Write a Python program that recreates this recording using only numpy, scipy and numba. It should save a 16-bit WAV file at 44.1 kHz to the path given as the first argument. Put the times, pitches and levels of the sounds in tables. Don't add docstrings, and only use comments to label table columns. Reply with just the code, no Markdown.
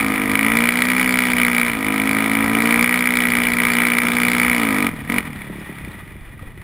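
import sys
import numpy as np
from scipy import signal
from scipy.io import wavfile
from scipy.ndimage import uniform_filter1d
from numba import njit

SR = 44100
rng = np.random.default_rng(int(sys.argv[2]) if len(sys.argv) > 2 else 0)


def boost(x):
    u = np.asarray(x, float) / 20
    return 10 ** u


def digitize_waveform(pressure):
    field = np.atleast_2d(pressure).T
    bounded = np.clip(field, -1, 1)
    quanta = np.round(bounded * 32767).astype(np.int16)
    wavfile.write(sys.argv[1], SR, quanta)


N = 292383

# time_s, firing_rate_hz
FIRING_RATE = [(0, 54.635), (.26, 50.249), (.58, 58.422), (.96, 63.33), (1.4, 60.936), (1.68, 59.668),
               (1.8, 51.84), (2.5, 55.513), (2.95, 61.449), (3.5, 60.032), (4, 60.018), (4.52, 60.97),
               (4.76, 50.565), (4.8, 50.6), (5.038, 31.71), (5.698, 36.62), (6.05, 22.5), (6.63, 25)]
# time_s, level_db, load (0-1)
THROTTLE = [(0, -21, 0.78), (.38, -19.5, 0.77), (.63, -18.5, 0.35), (.7, -20, 0), (1.45, -19.5, 0.05),
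            (1.66, -20.5, 0.26), (1.78, -23, 0.83), (2.1, -20.5, 0.75), (2.45, -20.5, 0.87),
            (2.83, -17, 0.57), (2.88, -20.5, 0), (4.45, -18.5, 0), (4.62, -20.5, 0.88), (5.19, -22.5, 0.6),
            (5.44, -31.5, 0.93), (5.8, -31, 0.35), (5.95, -35.5, 0), (6.63, -46.5, 0.4)]
# time_s, extra_db
BARKS = [(.353, 11.5), (.392, 6), (.518, 4.5), (.688, 11), (.788, 2), (.821, 9), (.918, 1.5), (1.093, 3),
         (1.188, 8.5), (1.481, 6), (1.582, 5), (1.615, 6.5), (1.734, 4.5), (2.843, 6), (2.877, 3),
         (2.943, 5), (3.072, 7), (3.171, 5), (3.352, 4.5), (3.635, 2), (3.986, 9.5), (4.019, 1.5),
         (4.282, 2.5), (4.399, 4.5), (5.099, 2.5), (5.181, 6), (5.419, 10), (5.756, 2), (5.785, 8),
         (5.847, 7)]
# mode_hz, width_hz, cruising_db, full_load_db, polarity (signed factor)
PIPE_MODES = [(99.5, 50, -29.5, -13, 1), (169, 48, -20, -21.5, -0.61), (222.2, 40.4, 8.5, 2, -0.81),
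              (277, 44.6, -7.5, 1, 0.83), (312, 34.5, -17.5, -1.5, -1.09), (375, 160, -22.5, -66, 1),
              (457.8, 38.6, -7, -8, -0.9), (641, 76, -13, -20, 0.77), (740, 54, -17.5, -11, -0.76),
              (996, 50.3, -4.5, -7.5, 0.66), (1250, 76, -4.5, 0.5, -0.47)]
# mode_hz, width_hz, level_db
COOL_PIPE_MODES = [(71, 20, -10.5), (149, 25, -2.5), (178, 25, 2), (208, 23, 1), (304, 60, -3),
                   (404, 40, -8.5), (505, 54, -15), (625, 85, -15.5)]
# mode_hz, width_hz, gas_crack_db, clatter_db
CASE_MODES = [(309, 194, -38, -11.5), (547, 320, -47, -11.5), (839, 270, -9, -4), (981, 190, -11, -3.5),
              (1245, 175, -5, -2.5), (1660, 223, -10, -9), (1924, 106, -4.5, 6), (2280, 251, -1.5, -7),
              (2431, 134, -15.5, 1), (2900, 200, -17, -14), (3460, 270, -12, -9), (4260, 5500, -20.5, -29),
              (5930, 500, -23.5, -68)]
# centre_hz, width_hz, spread (ratio)
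FLARES = [(1980, 260, .33), (2400, 260, .33), (2900, 400, .6), (3900, 500, .75), (4650, 500, .75)]
# order (multiple of the firing rate), level_db
SHAKE_ORDERS = [(1, -13), (2, -15.5), (3, -5.5), (4, 7.5), (5, -5), (6, -1), (8, -5.5)]
# start_s, length_s, depth_db
LIFTS = [
    (0.093, 0.21, -2),
    (1.698, 0.17, -2),
    (4.884, 0.218, -12.5),
    (5.193, 2, -8.5),
]
# time_s, over_steady_wind_db
GUSTS = [(0, 5), (.55, 7.5), (1.7, 6), (2.2, -11), (2.47, 7), (2.79, 1), (3.55, 3), (4.51, 5), (4.95, 7.5),
         (5.2, 7), (5.47, 3), (5.74, -5), (5.87, 5)]
# start_s, peak_db, ring_hz, tick_over_ring_db
KNOCKS = [(5.421, -41, 3400, -4), (5.598, -45, 5100, -8), (5.884, -41, 3600, 2), (5.917, -41, 4000, -2),
          (6.16, -34, 54, -26), (6.213, -29, 40, -16), (6.27, -31, 40, -24), (6.393, -34.5, 1250, -5.5),
          (6.425, -25.5, 80, -23), (6.43, -34, 510, -20), (6.45, -47, 450, -17), (6.47, -25.5, 35, -25),
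          (6.576, -35, 350, -4), (6.616, -33.5, 150, -4)]

FIRST_PHASE = .57
CAMERA_RATE_HZ = 12000


def curve(table):
    s, *columns = np.transpose(table)
    return [np.interp(np.arange(N) / SR, s, c) for c in columns]


def unit(x):
    return x / np.sqrt(np.mean(x ** 2))


def ring(x, hz, width_hz):
    return signal.lfilter(*signal.iirpeak(hz, hz / width_hz, fs=SR), x)


def walk(rate_hz):
    hold = int(SR / rate_hz)
    levels = rng.standard_normal(N // hold + 1)
    return unit(uniform_filter1d(np.repeat(levels, hold)[:N], hold))


def revs():
    blip_s, rise_s, fall_s, blip_hz = 5.132, .112, .219, 17.06
    t = np.arange(N) / SR - blip_s
    blip = np.clip(np.minimum(1 + t / rise_s, 1 - t / fall_s), 0, 1)
    return curve(FIRING_RATE)[0] + blip_hz * blip


def cycles():
    return FIRST_PHASE + np.cumsum(revs()) / SR


def lift():
    t, edge_s = np.arange(N) / SR, .02
    total_db = 0
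    for start_s, length_s, depth_db in LIFTS:
        total_db += depth_db * np.clip(np.minimum(t - start_s, start_s + length_s - t) / edge_s, 0, 1)
    return total_db


def firings():
    cycle = np.floor(cycles()).astype(int)
    start = np.r_[0, np.flatnonzero(np.diff(cycle)) + 1] / SR
    strength_chance, timing_chance = rng.standard_normal((len(start), 2)).T
    strength_db = 1.2 * strength_chance
    for s, extra_db in BARKS:
        strength_db[np.argmin(abs(start - s))] = extra_db
    late_s = 0.00027 * timing_chance
    return cycle, np.arange(N) / SR - (start + late_s)[cycle], strength_db


def pipe(load):
    scatter_db = .7 + .2 * np.maximum(50 - revs(), 0)
    lead = 0.249
    angle = (cycles() + lead + .5) % 1 - .5
    pulses = np.exp(-(angle / 0.0085) ** 2) * boost(scatter_db * walk(70))
    cooling_s = .25
    cool = np.clip((np.arange(N) / SR - LIFTS[-1][0]) / cooling_s, 0, 1)
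    hot_pulses, cool_pulses = (1 - cool) * pulses, cool * pulses
    total = np.zeros(N)
    for hz, width_hz, cruising_db, full_load_db, polarity in PIPE_MODES:
        mode = ring(ring(hot_pulses, hz, 3 * width_hz), hz, width_hz)
        total += polarity * boost(cruising_db + load * (full_load_db - cruising_db)) * mode
    for k, (hz, width_hz, db) in enumerate(COOL_PIPE_MODES):
        mode = ring(ring(cool_pulses, hz, 3 * width_hz), hz, width_hz)
        total += (-1) ** k * boost(db) * mode
    return unit(total)


def turbulence():
    return boost(2 * walk(40)) * unit(ring(rng.standard_normal(N), 268, 120))


def case(gas, clatter):
    total = 0
    for k, (hz, width_hz, gas_db, clatter_db) in enumerate(CASE_MODES):
        drive = boost(gas_db) * gas + boost(clatter_db) * clatter
        total = total + (-1) ** k * ring(ring(drive, hz, 4 * width_hz), hz, width_hz)
    return unit(total)


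def crack(cycle, since, strength_db, clatter_db):
    t = np.maximum(since + 0.0011, 0)
    size = boost(strength_db[cycle])
    snap_t = since - .0006
    snap = np.sinc(snap_t * CAMERA_RATE_HZ) * np.exp(-(snap_t / 0.00037) ** 2)
    burst = (t / 0.0042) ** 2 * np.exp(-t / 0.0014)
    echo = 0.15 * np.exp(-((t - .0075) / 0.00014) ** 2)
    tail = 0.48 * np.exp(-t / 0.0078) * (t > 0)
    rush = unit(burst * size + echo + tail) * rng.standard_normal(N)
    snap_share = .4
    gas = np.sqrt(snap_share) * unit(ring(snap * size, 2203, 1040)) + np.sqrt(1 - snap_share) * rush
    chances = rng.standard_normal((cycle[-1] + 1, len(FLARES))).T
    flared = gas
    for chance, (hz, width_hz, spread) in zip(chances, FLARES):
        flared = flared + ring(spread * chance[cycle] * gas, hz, width_hz)
    clatter = boost(clatter_db + 2.0 * walk(60)) * rng.standard_normal(N)
    return case(unit(flared), clatter)


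def shake():
    angle = 2 * np.pi * cycles()
    wander_db, wander_rad, spread_rad = 1.4, .15, -2.4
    hum = np.zeros(N)
    for k, db in SHAKE_ORDERS:
        level = boost(db + wander_db * walk(25))
        phase = k * angle + wander_rad * walk(30) - 1.03 * k + spread_rad * (k - 4) ** 2
        hum += level * np.sin(phase)
    return unit(hum + 2.6 * ring(hum, 170, 160))


def wind():
    deep, mid, side = rng.standard_normal((3, N))
    t, gust_s = np.arange(N) / SR, 0.065
    swell_db = sum(db * np.exp(-((t - s) / gust_s) ** 2) for s, db in GUSTS)
    gust = boost(-39 + swell_db - 2.0 + 0.51 * walk(9.5))
    buffet = boost(-9 + 2.5 * walk(3)) * unit(ring(deep, 37, 48))
    rumble = unit(ring(ring(mid, 84, 166), 72, 100)) + buffet
    unlike = boost(-10) * unit(ring(ring(side, 29, 41), 28, 27))
    return unit(rumble) * gust, unlike * gust


def knocks():
    thud, tick = np.zeros(N), np.zeros(N)
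    for s, peak_db, hz, tick_db in KNOCKS:
        t = np.maximum(np.arange(N) / SR - s, 0)
        thud += boost(peak_db) * np.sin(2 * np.pi * hz * t) * np.exp(-t / (.005 + .65 / hz))
        tick += boost(peak_db + tick_db) * (t > 0) * np.exp(-t / 0.0089)
    return thud + tick * case(0, rng.standard_normal(N))


def burble():
    start_s, length_s, edge_s, height_db = 5.46, 0.29, 0.047, 4
    t = np.arange(N) / SR - start_s
    return height_db * np.clip(np.minimum(t, length_s - t) / edge_s, 0, 1)


def scene():
    level_db, load = curve(THROTTLE)
    lift_db, burble_db = lift(), burble()
    change_db = level_db - level_db.max()
    exhaust_db = burble_db + level_db + 6 * load + 1.15 * lift_db - 1.5
    crack_db = level_db - 1.5 * load + 1.328 * lift_db - burble_db
    clatter_db = -24.5 + 0.55 * change_db + 1 * load + 0.64 * lift_db
    shake_db = -26 + 0.59 * change_db - 7.5 * load * boost(lift_db) + .7 * lift_db
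    cycle, since, strength_db = firings()
    exhaust = boost(exhaust_db) * (pipe(np.clip(load, 0, 1)) + boost(-17) * turbulence())
    cracks = boost(crack_db + 4.0) * crack(cycle, since, strength_db, clatter_db - crack_db)
    engine = exhaust + boost(shake_db) * shake() + cracks
    mid, side = wind()
    mono = engine + mid + knocks()
    return np.array([mono + side, mono - side])


@njit
def limiter(x, top, ratio, release):
    y, e = np.empty(len(x)), 0.
    for i in range(len(x)):
        e = max(abs(x[i]), e * release)
        y[i] = min(1., (top / (e + 1e-9)) ** (1 - 1 / ratio))
    return y


def converter(x):
    hold, top_hz = 4, 15900
    slow = signal.resample_poly(x, CAMERA_RATE_HZ, SR, axis=1)
    steps = np.repeat(slow, hold, axis=1)
    held = signal.resample_poly(steps, SR, hold * CAMERA_RATE_HZ, axis=1)[:, :N]
    held = np.pad(held, ((0, 0), (0, N - held.shape[1])))
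    return signal.sosfiltfilt(signal.butter(14, top_hz, fs=SR, output="sos"), held)


def roll_off(x):
    return signal.sosfilt(signal.butter(12, 16640, fs=SR, output="sos"), x)


def record(dry):
    release_s = .08
    gain = limiter(dry.mean(axis=0), 0.76, 4.1, np.exp(-1 / (release_s * SR)))
    limited = dry * uniform_filter1d(gain, 60)
    limited = limited / (1 + (limited / .9) ** 4) ** .25
    return roll_off(converter(limited))


dry = scene()
out = record(dry)
digitize_waveform(out)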